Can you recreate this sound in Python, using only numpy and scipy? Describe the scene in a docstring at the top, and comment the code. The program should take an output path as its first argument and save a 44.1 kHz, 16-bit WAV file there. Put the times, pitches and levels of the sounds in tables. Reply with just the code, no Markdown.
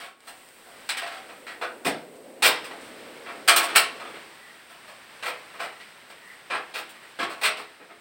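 """Over a soft household hiss, an aluminium stepladder knocks lightly as it is carried through a doorway.
Fingers tick on the phone that listens from the next room. Near 2 s a hollow low rush swells and the
ladder is set on a tiled floor; at 3.5 s it is spread open with a loud clatter. The rush dies after 4 s,
then a thin whine comes and goes while the ladder is shifted into place. Each knock is a short rattle
of loose joints that rings the hollow rails; small hard rooms smear it."""
import sys
import numpy as np
from scipy import signal
from scipy.fft import rfft, irfft
from scipy.io import wavfile

SR = 44100
rng = np.random.default_rng(int(sys.argv[2]) if len(sys.argv) > 2 else 0)


def store_wav(level_fs):
    """Save 16-bit WAV to argv[1]."""
    pcm = np.round(np.clip(np.atleast_2d(level_fs), -1, 1) * 32767)
    wavfile.write(sys.argv[1], SR, pcm.T.astype(np.int16))


N = 353108
TAIL = 24576  # samples per knock or tick
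TIME_S, AGE_S = np.arange(N) / SR, np.arange(TAIL) / SR


def undb(db):
    """Decibels to gain."""
    return 10 ** (np.asarray(db) / 20)


def unit(x):
    """Scale to an energy of one."""
    return x / np.sqrt(np.sum(x ** 2) + 1e-18)


def fade(t60_s):
    """Exponential decay, 60 dB in t60_s."""
    return np.exp(-np.log(1000) * AGE_S / max(t60_s, 1e-3))


def convolve(x, response):
    """Pass a sound through an impulse response."""
    return signal.fftconvolve(x, response)[:len(x)]


def butter(x, order, hz, kind="low"):
    """Butterworth filter."""
    return signal.sosfilt(signal.butter(order, hz, kind, fs=SR, output="sos"), x)


def colour(x, points, size=4096):
    """Minimum-phase filter with the gain of (Hz, dB) points."""
    hz, db = np.transpose(points)
    bin_hz = np.fft.rfftfreq(size, 1 / SR)
    gain = undb(np.interp(np.log(bin_hz + 1), np.log(hz), db))
    cepstrum = irfft(np.log(gain))
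    cepstrum[1:size // 2] *= 2
    cepstrum[size // 2 + 1:] = 0
    return convolve(x, irfft(np.exp(rfft(cepstrum))))


def waver(depth_db, rate_hz):
    """Gain that wanders randomly about one."""
    steps = rng.standard_normal(1024)
    return undb(depth_db * np.interp(TIME_S * rate_hz, np.arange(len(steps)), steps))


def noise(points):
    """Coloured noise with an rms of one."""
    return unit(colour(rng.standard_normal(N), points)) * np.sqrt(N)


def add(out, start_s, sound):
    """Mix a sound in at a time."""
    start = max(int(start_s * SR), 0)
    out[start:start + len(sound)] += sound[:max(len(out) - start, 0)]


def thin_hiss(start_db=-53.5, db_per_s=-1.5):
    """White hiss close to the microphone, sinking slowly."""
    return undb(start_db + db_per_s * TIME_S) * rng.standard_normal(N)


# Each row: frequency in Hz, relative level in dB.
HISS_SPECTRUM = [(25, -31), (70, -10.5), (200, -1), (450, 1), (700, 1.5), (1300, 3), (2000, 4),
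                 (3200, -1.5), (5000, -7.5), (8000, -16.5), (16000, -17.5)]
# Each row: time in seconds, hiss level in dB.
HISS_ENVELOPE = [(0, -44.5), (.55, -54), (.8, -46), (1.2, -47.5), (2.1, -56.5), (2.38, -54), (2.62, -44.5),
                 (4.15, -44), (4.6, -48), (5.4, -44.5), (6.1, -48), (7.5, -46.5), (7.85, -52)]


def household_hiss():
    """Soft broad noise with a wavering level."""
    level_db = np.interp(TIME_S, *np.transpose(HISS_ENVELOPE))
    return noise(HISS_SPECTRUM) * undb(level_db) * waver(depth_db=0.74, rate_hz=27)


# Each row: peak time in seconds, level in dB, 1/e half-width in seconds.
WHINE_SWELLS = [(4.476, -52.5, 0.1), (5.779, -52.5, 0.096), (6.3, -46.5, 0.08), (7.033, -54, .1)]


def whine(hz=1930):
    """A narrow band of noise in brief swells."""
    band = noise([(hz * .8, -35), (hz * .94, -9), (hz, 0), (hz * 1.06, -9), (hz * 1.25, -35)])
    swells = sum(undb(db) * np.exp(-((TIME_S - peak_s) / half_s) ** 2)
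                 for peak_s, db, half_s in WHINE_SWELLS)
    return band * swells * waver(depth_db=1, rate_hz=11)


# Each row: frequency in Hz, relative level in dB.
RUSH_SPECTRUM = [(40, -40.5), (160, -16.5), (250, -2.5), (400, -1), (540, 1), (640, -4.5), (1000, -15.5),
                 (3000, -43.5)]


def hollow_rush(full_db=-45, full_s=1.91, end_s=4.07, rise_db_per_s=10.5, fall_db_per_s=57.5):
    """Low noise that swells, holds and stops."""
    rise_db = rise_db_per_s * np.minimum(TIME_S - full_s, 0)
    fall_db = fall_db_per_s * np.maximum(TIME_S - end_s, 0)
    return noise(RUSH_SPECTRUM) * undb(full_db + rise_db - fall_db)


# Each row: start in seconds, relative level in dB, t60 in seconds.
FINGER_TICKS = [(0.205, -48, .017), (0.488, -40.5, 0.011), (2.155, -52.5, .12), (2.81, -50, .9)]


def fingers(top_hz=5000):
    """Fingers tick and brush on the phone's case."""
    out = np.zeros(N)
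    for start_s, db, t60_s in FINGER_TICKS:
        add(out, start_s, undb(db) * fade(t60_s) * rng.standard_normal(TAIL))
    return 2 * butter(out, 1, top_hz)


def rattle(length_s, first_db, scatter_db=2.5, count=7):
    """Energy of a first contact and of the uneven strikes that close the play in the joints."""
    strikes = np.zeros(TAIL)
    when_s = length_s * (np.arange(count) + rng.random(count)) / count
    energies = undb(scatter_db * rng.standard_normal(count)) ** 2
    np.add.at(strikes, (when_s * SR).astype(int) + 1, energies)
    strikes[0] = undb(first_db) ** 2
    return strikes / strikes.sum()


def wash(strikes, response, grain_db=0):
    """Each strike hits a new spot, so responses add in energy; grain makes single echoes stand out."""
    energy = np.maximum(convolve(strikes, unit(response) ** 2), 0)
    grain = undb(grain_db * np.repeat(rng.standard_normal(TAIL // 32), 32))
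    return unit(np.sqrt(energy) * grain * rng.standard_normal(TAIL))


def clatter(strikes, crack_db=-6, late_db=-25, build_s=0.0059, split_hz=3800):
    """A crack per strike, close reflections off tiles, a dull late tail from the rest of the home."""
    build = 1 - np.exp(-AGE_S / build_s)
    late = undb(late_db) * fade(t60_s=0.91)
    low = wash(strikes, build * (fade(t60_s=0.34) + late), grain_db=0.75)
    high = wash(strikes, build * fade(t60_s=0.15), grain_db=1.5)
    crack = undb(crack_db) * wash(strikes, fade(t60_s=0.028))
    return butter(low, 2, split_hz) + butter(high, 2, split_hz, "high") + crack


def ripple(x, spread_db=3, count=90):
    """The struck spot and the nearest walls give each knock its own peaks and dips."""
    hz = np.linspace(150, 12000, count)
    return colour(x, np.transpose([hz, spread_db * rng.standard_normal(count)]))


def thin_walls(t60_s=0.25, low_hz=1000, high_hz=11000, count=70):
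    """Modes of the steps and thin rail walls; each knock wakes a different set."""
    lines = np.zeros(TAIL // 2 + 1, complex)
    hz = rng.uniform(low_hz, high_hz, count)
    lines[(hz * TAIL / SR).astype(int)] = np.exp(2j * np.pi * rng.random(count))
    return irfft(lines) * fade(t60_s)


# Each row: frequency in Hz, t60 in seconds, relative dB when struck at folded rails, hinge, brace.
FRAME_MODES = [ (158.2, 0.67, -12, 8.5, -8), (197, 0.51, -12, -6, 0), (262, 0.19, -18, -4.5, -32),
               (284.3, 0.4, -21, 11.5, -31.5), (337.9, 0.85, -14, -5, 7.5), (424, 0.51, 2, 4.5, 3),
               (497.4, 0.41, -22, 14, -8.5), (626, 0.41, -30, 14.5, -27.5), (692, 0.37, 7.5, 3, 10),
               (763, 0.69, 8, -9, -0.5), (1108, 0.57, -5, -25.5, 10.5), (1260, 0.28, -6, 2, 8.5),
               (1337, 0.3, 5, 5, 9), (1516, 0.13, 0, 6, 3), (1640, 0.16, -7, 4, 11),
               (1620, 0.32, 7, -37.5, -20), (1840, 0.18, 9, -37.5, -6), (1934, 0.25, 6, 11.5, -7),
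               (2150, 0.33, -2, -8, 4), (2200, 0.56, -4, -21, -9), (2360, 0.25, 0, 13.5, 5.5),
               (2444, 0.28, -4, 7, -26), (2494, 0.11, -8.5, 24, -16), (2740, 0.13, -27, 16, 1),
               (3230, 0.3, -14, 8, -1), (3240, 0.18, -6, -12, 13), (3540, 0.31, -14.5, -17.5, -21.5),
               (4110, 0.14, 9, 6, 8), (4270, 0.32, 2, 11.5, -4), (4640, 0.18, -21, 7, -2),
               (5350, .4, 3, 9, -9)]


def frame(place, scatter_db=2, detune=0.003):
    """Long modes of the frame, weighted by the place of the blow."""
    ring = np.zeros(TAIL)
    for hz, t60_s, *place_db in FRAME_MODES:
        db = np.interp(place, [-1, 0, 1], place_db) + scatter_db * rng.standard_normal()
        mode = unit(np.sin(2 * np.pi * hz * AGE_S) * fade(t60_s))
        ring += rng.choice([-1, 1]) * undb(db) * mode
    pitch_ratio = 1 + detune * rng.standard_normal()  # grip and load shift the modes
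    return np.interp(AGE_S * pitch_ratio, AGE_S, ring)


# Metal on metal. Each row: frequency in Hz, gain in dB.
CONTACT_SPECTRUM = [(30, -32), (80, -28.5), (150, -24), (300, -9.5), (600, -0.5), (1300, 2.5), (2500, 2),
                    (4400, -3), (7000, -12.5), (11000, -13.5), (16000, -11.5)]


def knock(bass_db, body_db, treble_db, rattle_s, place, first_db, frame_db=-11, walls_db=-8):
    """One rattle clatters through the rooms and rings the frame and its thin walls."""
    strikes = rattle(rattle_s, first_db)
    # The metal gathers energy while the joints rattle.
    gather = np.sqrt(np.cumsum(strikes)) * (1 - fade(t60_s=0.026))
    ring = undb(frame_db) * unit(frame(place) * gather)
    ring += undb(walls_db) * unit(thin_walls() * gather)
    rooms = unit(ripple(clatter(strikes)))
    contact = colour(rooms + ring, CONTACT_SPECTRUM)
    # Rubber feet give bass, bare metal gives treble.
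    hardness = [(70, 0.48 * bass_db), (200, bass_db), (650, body_db), (2200, 0),
                (8000, treble_db), (15000, 1.46 * treble_db)]
    return unit(colour(contact, hardness)) * np.sqrt(0.065 * SR)  # energy of 65 ms at an rms of one


# Each row: start in seconds, level in dB, bass, body and treble in dB, rattle length in seconds,
# place (-1 folded rails, 0 hinge, 1 brace), seconds from first touch to full blow (0: no touch).
LADDER_KNOCKS = [ (0.001, -39, -8.5, 3.5, -4, 0.055, 0.97, 0.0027),
                 (0.271, -41, -20, 6, 1.5, 0.015, -1.05, 0), (0.66, -49.5, 5.5, 30, -0.5, .09, -0.63, 0),
                 (0.89, -27, -22.5, -7, -1, 0.0018, -1.3, 0.00022),
                 (0.968, -30.5, -2, -3.5, -1.5, 0.0063, -1.03, 0),
                 (1.018, -34, -8, 9.5, -8, 0.019, -0.95, 0.00052),
                 (1.064, -34.5, -25, 1, -6.5, 0.11, -1.134, 0.00047),
                 (1.288, -43, 11, 7.5, -9, 0.012, 0.72, 0), (1.466, -37, -15, 0, -9.5, 0.051, -0.5, 0.0037),
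                 (1.612, -28.5, 2, 14, -10, 0.015, 0.43, .009), (1.847, -23, 29.5, 7, 1.5, 0.012, 0, 0.015),
                 (2.422, -13.5, 3.5, 0.5, 1, 0.03, 0.16, .017), (2.643, -39.5, 9.5, 2.5, 0.5, 0.0052, 0, 0),
                 (2.702, -39, -3, 9, -10, 0.018, -0.34, 0), (3.258, -36, -13, 6, -16, 0.037, 0.84, 0.022),
                 (3.477, -13, -5.5, -4, 1, 0.0016, 0.98, 0.0061),
                 (3.504, -25, -12, 14, -6, 0.0018, 0.49, 0.0015),
                 (3.561, -18, 4, 2.5, 8, 0.00305, 0.94, 0.000091),
                 (3.593, -25.5, -12, -1, -19, 0.016, 0.55, 0), (3.630, -29.5, 7, 11, 6.5, .009, 1, 0.00061),
                 (3.688, -31, 9, 2.5, -8, 0.059, 0.84, 0.00094),
                 (3.751, -23, 6.5, 0, -6, 0.004, .15, 0.0012), (3.758, -12.5, -6, 2, 5.5, 0.0017, 0.72, 0),
                 (3.999, -37, -6, 8, -9, 0.075, 0.73, 0.0006),
                 (4.136, -41.5, 21, 5, -14, 0.026, 0.69, 0.0042), (4.69, -48, -2, 10, 2, 0.06, 1, 0),
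                 (4.878, -46, -1, 10, -1, .019, 0.17, 0.0018),
                 (5.224, -27.5, 5, 4.5, -4.5, .035, 0.26, .031), (5.539, -44, 13, 9, -12, 0.03, 0.38, 0),
                 (5.595, -29, 7, 4, -6, 0.052, .42, 0), (5.8, -48, -3, -24, -10, .008, 0.59, 0.0037),
                 (6.097, -46.5, 12, 5, -1, 0.011, 0.38, 0),
                 (6.500, -25.5, 7, 5.5, -11.5, 0.04, 0.34, 0.018),
                 (6.739, -31, 3.5, 3, -2.5, 0.048, 0.3, 0.012), (6.891, -48.5, -9, -8, 8, 0.00476, 0.65, 0),
                 (7.188, -25.5, 12.5, 5.5, -9.5, 0.032, 0.89, .011),
                 (7.297, -38, 10, 10.5, -1.5, 0.026, -0.37, 0.0013),
                 (7.413, -31.5, 8, 9, 1.5, 0.02, -0.095, 0.0013),
                 (7.433, -20, -1, -1.5, -2.5, 0.03, 0.196, 0.0046),
                 (7.569, -37.5, 12, 7.5, -3, 0.036, 0.41, 0.002),
                 (7.798, -48.5, 26, 12, -19, 0.018, 0.2, 0.00071),
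                 (7.889, -47, 21, 9, -21, 0.023, 0.616, 0.0062)]


def ladder(touch_db=-4.5, touch_body_db=-3, touch_share=0.64):
    """All the knocks; in many, one leg or rail lands first with a lighter, thinner touch."""
    out = np.zeros(N)
    for start_s, db, bass_db, body_db, treble_db, rattle_s, place, wait_s in LADDER_KNOCKS:
        if wait_s > 0:
            touch_s = touch_share * wait_s
            touch = knock(bass_db, body_db + touch_body_db, treble_db, touch_s, place, first_db=-10)
            add(out, start_s, undb(db + touch_db) * touch)
        blow = knock(bass_db, body_db, treble_db, rattle_s, place, first_db=-1.5)
        add(out, start_s + wait_s, undb(db) * blow)
    return out


def scene(dip_db=-14, dip_at_s=0.1647, dip_half_s=0.073):
    """The ladder over the sounds of the home, in mono; both hisses dip briefly near the start."""
    dip = undb(dip_db * np.exp(-((TIME_S - dip_at_s) / dip_half_s) ** 2))
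    hiss = (thin_hiss() + household_hiss()) * dip
    return (hiss + whine() + hollow_rush() + fingers() + ladder())[None]


# Microphone port resonance. Each row: frequency in Hz, gain in dB.
PORT_RESPONSE = [(5000, -2), (6000, -5.5), (6700, -7), (7400, -1.5), (8400, 8.5), (9400, -0.5), (10500, -5),
                 (12500, -7), (14200, -5), (15500, -0.5)]


def record(dry):
    """The phone's port colours the treble, the highest peaks clip, and the top is cut."""
    ceiling, top_hz = 0.88, 15900
    coloured = np.array([colour(channel, PORT_RESPONSE) for channel in dry])
    lowpass = signal.ellip(10, 0.2, 70, top_hz, fs=SR, output="sos")
    return signal.sosfilt(lowpass, np.clip(coloured, -ceiling, ceiling))


dry = scene()
out = record(dry)
store_wav(out)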